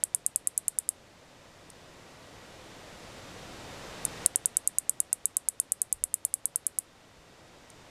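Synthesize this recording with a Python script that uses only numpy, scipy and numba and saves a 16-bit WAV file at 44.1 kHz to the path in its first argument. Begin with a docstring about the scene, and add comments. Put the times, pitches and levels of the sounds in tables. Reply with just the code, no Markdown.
"""A katydid in a shrub ticks in two runs, about nine ticks a second, close to a handheld camera.
Each tick is one tooth of the wing file ringing the wing; nearby leaves, the ground and the shrub echo it.
Underneath: steady hiss, camera whine, two hand bumps, two faint clicks and a brief far tone.
The camera's gain creeps up in the pause, lifting hiss and whine, and ducks when the ticks return."""
import sys
import numpy as np
from scipy import signal
from scipy.fft import rfft, irfft
from scipy.io import wavfile
from numba import njit

SR = 44100
rng = np.random.default_rng(int(sys.argv[2]) if len(sys.argv) > 2 else 0)


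def generate_wav(sig):
    """Save sig (samples, or channels by samples) to the path in sys.argv[1] as 16-bit PCM at SR."""
    pcm = np.round(np.clip(np.atleast_2d(sig).T, -1, 1) * 32767).astype(np.int16)
    wavfile.write(sys.argv[1], SR, pcm)


N = 348390
FFT_SIZE = 16384
RUN_SPLIT_S = 2.5  # in the pause between the runs


def undb(db):
    """Decibels to gain."""
    return 10 ** (np.asarray(db) / 20)


def unit_energy(x):
    """Scale a short sound to energy 1."""
    return x / np.sqrt(np.sum(x ** 2))


def bin_gains(spectrum, size):
    """Gain of a (Hz, dB) spectrum at each FFT bin."""
    hz, db = np.transpose(spectrum)
    bin_hz = np.fft.rfftfreq(size, 1 / SR)
    return undb(np.interp(np.log(bin_hz + 1), np.log(hz), db))


def noise(spectrum, size):
    """Coloured noise of rms 1."""
    x = irfft(rfft(rng.standard_normal(size)) * bin_gains(spectrum, size), size)
    return x / x.std()


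def ring(spectrum):
    """Minimum-phase response of a body with this spectrum to one sharp blow."""
    cepstrum = irfft(np.log(bin_gains(spectrum, FFT_SIZE)))
    cepstrum[1:FFT_SIZE // 2] *= 2
    cepstrum[FFT_SIZE // 2 + 1:] = 0
    return unit_energy(irfft(np.exp(rfft(cepstrum))))


def drift(rate_hz):
    """Slow random drift with a spread near 1."""
    knots = rng.standard_normal(int(N / SR * rate_hz) + 2)
    return np.interp(np.arange(N) / SR * rate_hz, np.arange(len(knots)), knots)


def add(out, start_s, sound):
    """Mix a sound in at start_s."""
    start = max(int(round(start_s * SR)), 0)
    part = sound[:max(N - start, 0)]
    out[start:start + len(part)] += part


# Hiss spectrum. Each row: frequency in Hz, relative density in dB.
HISS_SPECTRUM = [(20, -5.5), (45, -2.5), (130, 0), (220, -3), (300, -2), (400, -4), (530, -1), (800, -5.5),
                 (1500, -9.5), (3000, -12.5), (5500, -16.5), (7500, -19.5), (10000, -25.5), (14800, -36),
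                 (15600, -53.5)]


def hiss(rms_db=-57):
    """Steady hiss, cut off steeply above about 15 kHz."""
    return noise(HISS_SPECTRUM, N) * undb(rms_db)


# Camera hum and whine. Each row: frequency in Hz, rms level in dB.
WHINE_TONES = [(97, -76), (1926, -77.5), (3501, -86.5), (3617, -85), (3676, -80.5), (7350, -86.5)]


def camera_whine(wobble_hz=3, flicker_db=1.5):
    """Thin, slightly unsteady tones from inside the camera."""
    out = np.zeros(N)
    for hz, db in WHINE_TONES:
        phase = 2 * np.pi * np.cumsum(hz + wobble_hz * drift(rate_hz=25)) / SR
        amplitude = np.sqrt(2) * undb(db + flicker_db * drift(rate_hz=5))
        out += amplitude * np.sin(phase)
    return out


# Distant tone. One row: start in seconds, length in seconds, pitch in Hz, peak level in dB.
DISTANT_TONE = (6, .24, 299, -64.5)


def far_tone():
    """A soft, low tone swells out of the hiss and sinks back."""
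    start_s, length_s, hz, db = DISTANT_TONE
    age_s = np.arange(N) / SR - start_s
    swell = np.sin(np.pi * np.clip(age_s / length_s, 0, 1))
    return undb(db) * swell * np.sin(2 * np.pi * hz * age_s)


# Handling noise. Each row: start in seconds, length in seconds, rms level at the crest in dB.
HAND_BUMPS = [(5.92, 0.22, -56), (7.15, 0.13, -62)]


def hand_bumps():
    """The hand shifts on the camera body: short, fading rumbles."""
    out, t = np.zeros(N), np.arange(FFT_SIZE) / SR
    spectrum_hz_db = [(12, -12), (30, 1), (70, -4), (160, -19), (500, -56), (2000, -92)]
    for start_s, length_s, db in HAND_BUMPS:
        envelope = np.sin(np.pi * np.sqrt(np.minimum(t / length_s, 1)))
        add(out, start_s, undb(db) * envelope * noise(spectrum_hz_db, FFT_SIZE))
    return out


# Faint clicks. Each row: start in seconds, energy in dB.
FAINT_CLICKS = [(1.702, -25.5), (7.702, -28)]


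def clicks(t60_s=0.0096):
    """Tiny dry clicks, far weaker than the ticks."""
    out, t = np.zeros(N), np.arange(FFT_SIZE) / SR
    spectrum_hz_db = [(3000, -18), (6500, -2), (9000, 3), (11500, -8), (15000, -23)]
    decay = undb(-60 * t / t60_s)
    for start_s, db in FAINT_CLICKS:
        burst = noise(spectrum_hz_db, FFT_SIZE) * decay
        add(out, start_s, undb(db) * unit_energy(burst))
    return out


# Echo clouds of twigs, ground and whole shrub. Each row: delay, rise and T60 in seconds,
# energy in dB before the foliage colours it.
ECHO_CLOUDS = [(.0024, .0004, .02, -15), (.0085, .002, .035, -21.5), (.014, .006, .14, -30.5)]
# Foliage colouring. Each row: frequency in Hz, gain in dB.
FOLIAGE_SPECTRUM = [(5000, -7), (6900, -5.5), (7500, -2), (8400, 1), (9400, -4), (12000, 1), (15000, -3.5)]


def shrub_echoes():
    """Frequency response of the diffuse echoes: each cloud swells after its delay and dies away."""
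    echoes, t = np.zeros(FFT_SIZE), np.arange(FFT_SIZE) / SR
    for delay_s, rise_s, t60_s, db in ECHO_CLOUDS:
        age_s = np.maximum(t - delay_s, 0)
        envelope = (1 - np.exp(-age_s / rise_s)) * undb(-60 * age_s / t60_s)
        echoes += undb(db) * unit_energy(envelope * rng.standard_normal(FFT_SIZE))
    return rfft(echoes) * bin_gains(FOLIAGE_SPECTRUM, FFT_SIZE)


# Leaf echoes per run; the camera shifts between runs. Each row: delay in ms, gain in dB.
FIRST_RUN_LEAVES = [(0.291, -17), (0.388, -13), (0.771, -11), (1.253, -19.5), (1.468, -13), (1.925, -19),
                    (2.109, -18), (2.497, -17.5)]
SECOND_RUN_LEAVES = [(0.312, -26.5), (0.76, -16), (1.02, -16.5), (1.491, -13.5), (1.701, -24.5),
                     (1.842, -15), (2.134, -15), (2.594, -21.5)]


def leaf_echoes(run, sway_ms=0.0027, turn_db=2.3):
    """Frequency response of the nearest leaves, which sway and turn a little from tick to tick."""
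    delay_ms, echo_db = np.transpose((FIRST_RUN_LEAVES, SECOND_RUN_LEAVES)[run])
    sway, turn = rng.standard_normal((2, len(delay_ms)))
    bin_khz = np.fft.rfftfreq(FFT_SIZE, 1 / SR) / 1000
    paths = np.exp(-2j * np.pi * np.outer(bin_khz, delay_ms + sway_ms * sway))
    return paths @ undb(echo_db + turn_db * turn)


# Slow wing closures, one per run; the first is already under way.
# Each row: start in seconds, tick energy at full pressure in dB, pitch climb in Hz.
WING_STROKES = [(-1.7, 5.5, 270), (4, 6.3, 490)]


def wing_stroke(run, tick_s, length_s=2.68):
    """Tick energy and pitch: scraper pressure builds, holds and eases; pitch climbs along the file."""
    first_touch, attack_s, release_s, release_db_per_s = 0.055, 0.62, 0.79, 2.6
    base_hz, climb_exponent, tooth_scatter_hz = 9130, 1.5, 25
    start_s, full_db, climb_hz = WING_STROKES[run]
    age_s = max(tick_s - start_s, 0)
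    pressure = 1 - (1 - first_touch) * np.exp(-age_s / attack_s)
    easing_db = release_db_per_s * max(age_s - (length_s - release_s), 0)
    energy_db = full_db + 20 * np.log10(pressure) - easing_db
    pitch_hz = base_hz + climb_hz * (age_s / length_s) ** climb_exponent
    return energy_db, pitch_hz + tooth_scatter_hz * rng.standard_normal()


# Tick spectrum at the reference pitch: a bright ring near 9.4 kHz over a faint low click.
# Each row: frequency in Hz, relative level in dB.
TICK_SPECTRUM = [(300, -36), (1500, -32), (3000, -41.5), (4800, -27), (5700, -26.5), (6600, -12),
                 (8000, -3.5), (9400, 0), (10800, -5), (12000, -16), (13300, -13), (14500, -26),
                 (15300, -45), (16500, -52)]
# Tooth strikes. Each entry: start in seconds.
TICK_TIMES_S = [.0379, .1478, 0.2642, 0.3603, .473, .5777, .682, 0.7874, .8905, 4.052, 4.2613, 4.359, 4.458,
                4.5698, 4.6749, 4.7849, 4.8949, 5.003, 5.1297, 5.256, 5.3688, 5.487, 5.6004, 5.7206, 5.8177,
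                5.9269, 6.039, 6.1417, 6.251, 6.3402, 6.4562, 6.5593, 6.667, 6.7874]


def katydid(reference_hz=9317):
    """Each file tooth the scraper catches rings the wing briefly; leaves and shrub echo the tick."""
    out = np.zeros(N)
    for tick_s in TICK_TIMES_S:
        run = 0 if tick_s < RUN_SPLIT_S else 1
        energy_db, pitch_hz = wing_stroke(run, tick_s)
        direct = ring([(hz * pitch_hz / reference_hz, db) for hz, db in TICK_SPECTRUM])
        response = 1 + leaf_echoes(run) + shrub_echoes()
        tick = irfft(rfft(direct) * response)
        add(out, tick_s, undb(energy_db) * unit_energy(tick))
    return out


def scene():
    """The katydid over its quiet surroundings, in mono."""
    return (katydid() + clicks() + hand_bumps() + far_tone() + hiss() + camera_whine())[None]


@njit
def gain_control(x, rise_db_per_s, duck_db, threshold, lag_s):
    """Gain climbs; each output sample above threshold ducks it by duck_db times its squared overshoot."""
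    out, target_db, gain_db = np.empty(len(x)), 0., 0.
    for i in range(len(x)):
        out[i] = min(max(x[i] * 10 ** (gain_db / 20), -1.), 1.)
        overshoot = max(abs(out[i]) - threshold, 0.)
        target_db += rise_db_per_s / SR - duck_db * overshoot ** 2
        gain_db += (target_db - gain_db) / (lag_s * SR)
    return out


def record(dry, cutoff_hz=16200):
    """The camera rides its gain, clips at full scale and cuts the top."""
    ridden = gain_control(dry[0], rise_db_per_s=4.4, duck_db=3.4, threshold=0.41, lag_s=0.0041)
    lowpass = signal.firwin(101, cutoff_hz, fs=SR)
    return signal.convolve(ridden, lowpass, mode="same")[None]


dry = scene()
out = record(dry)
generate_wav(out)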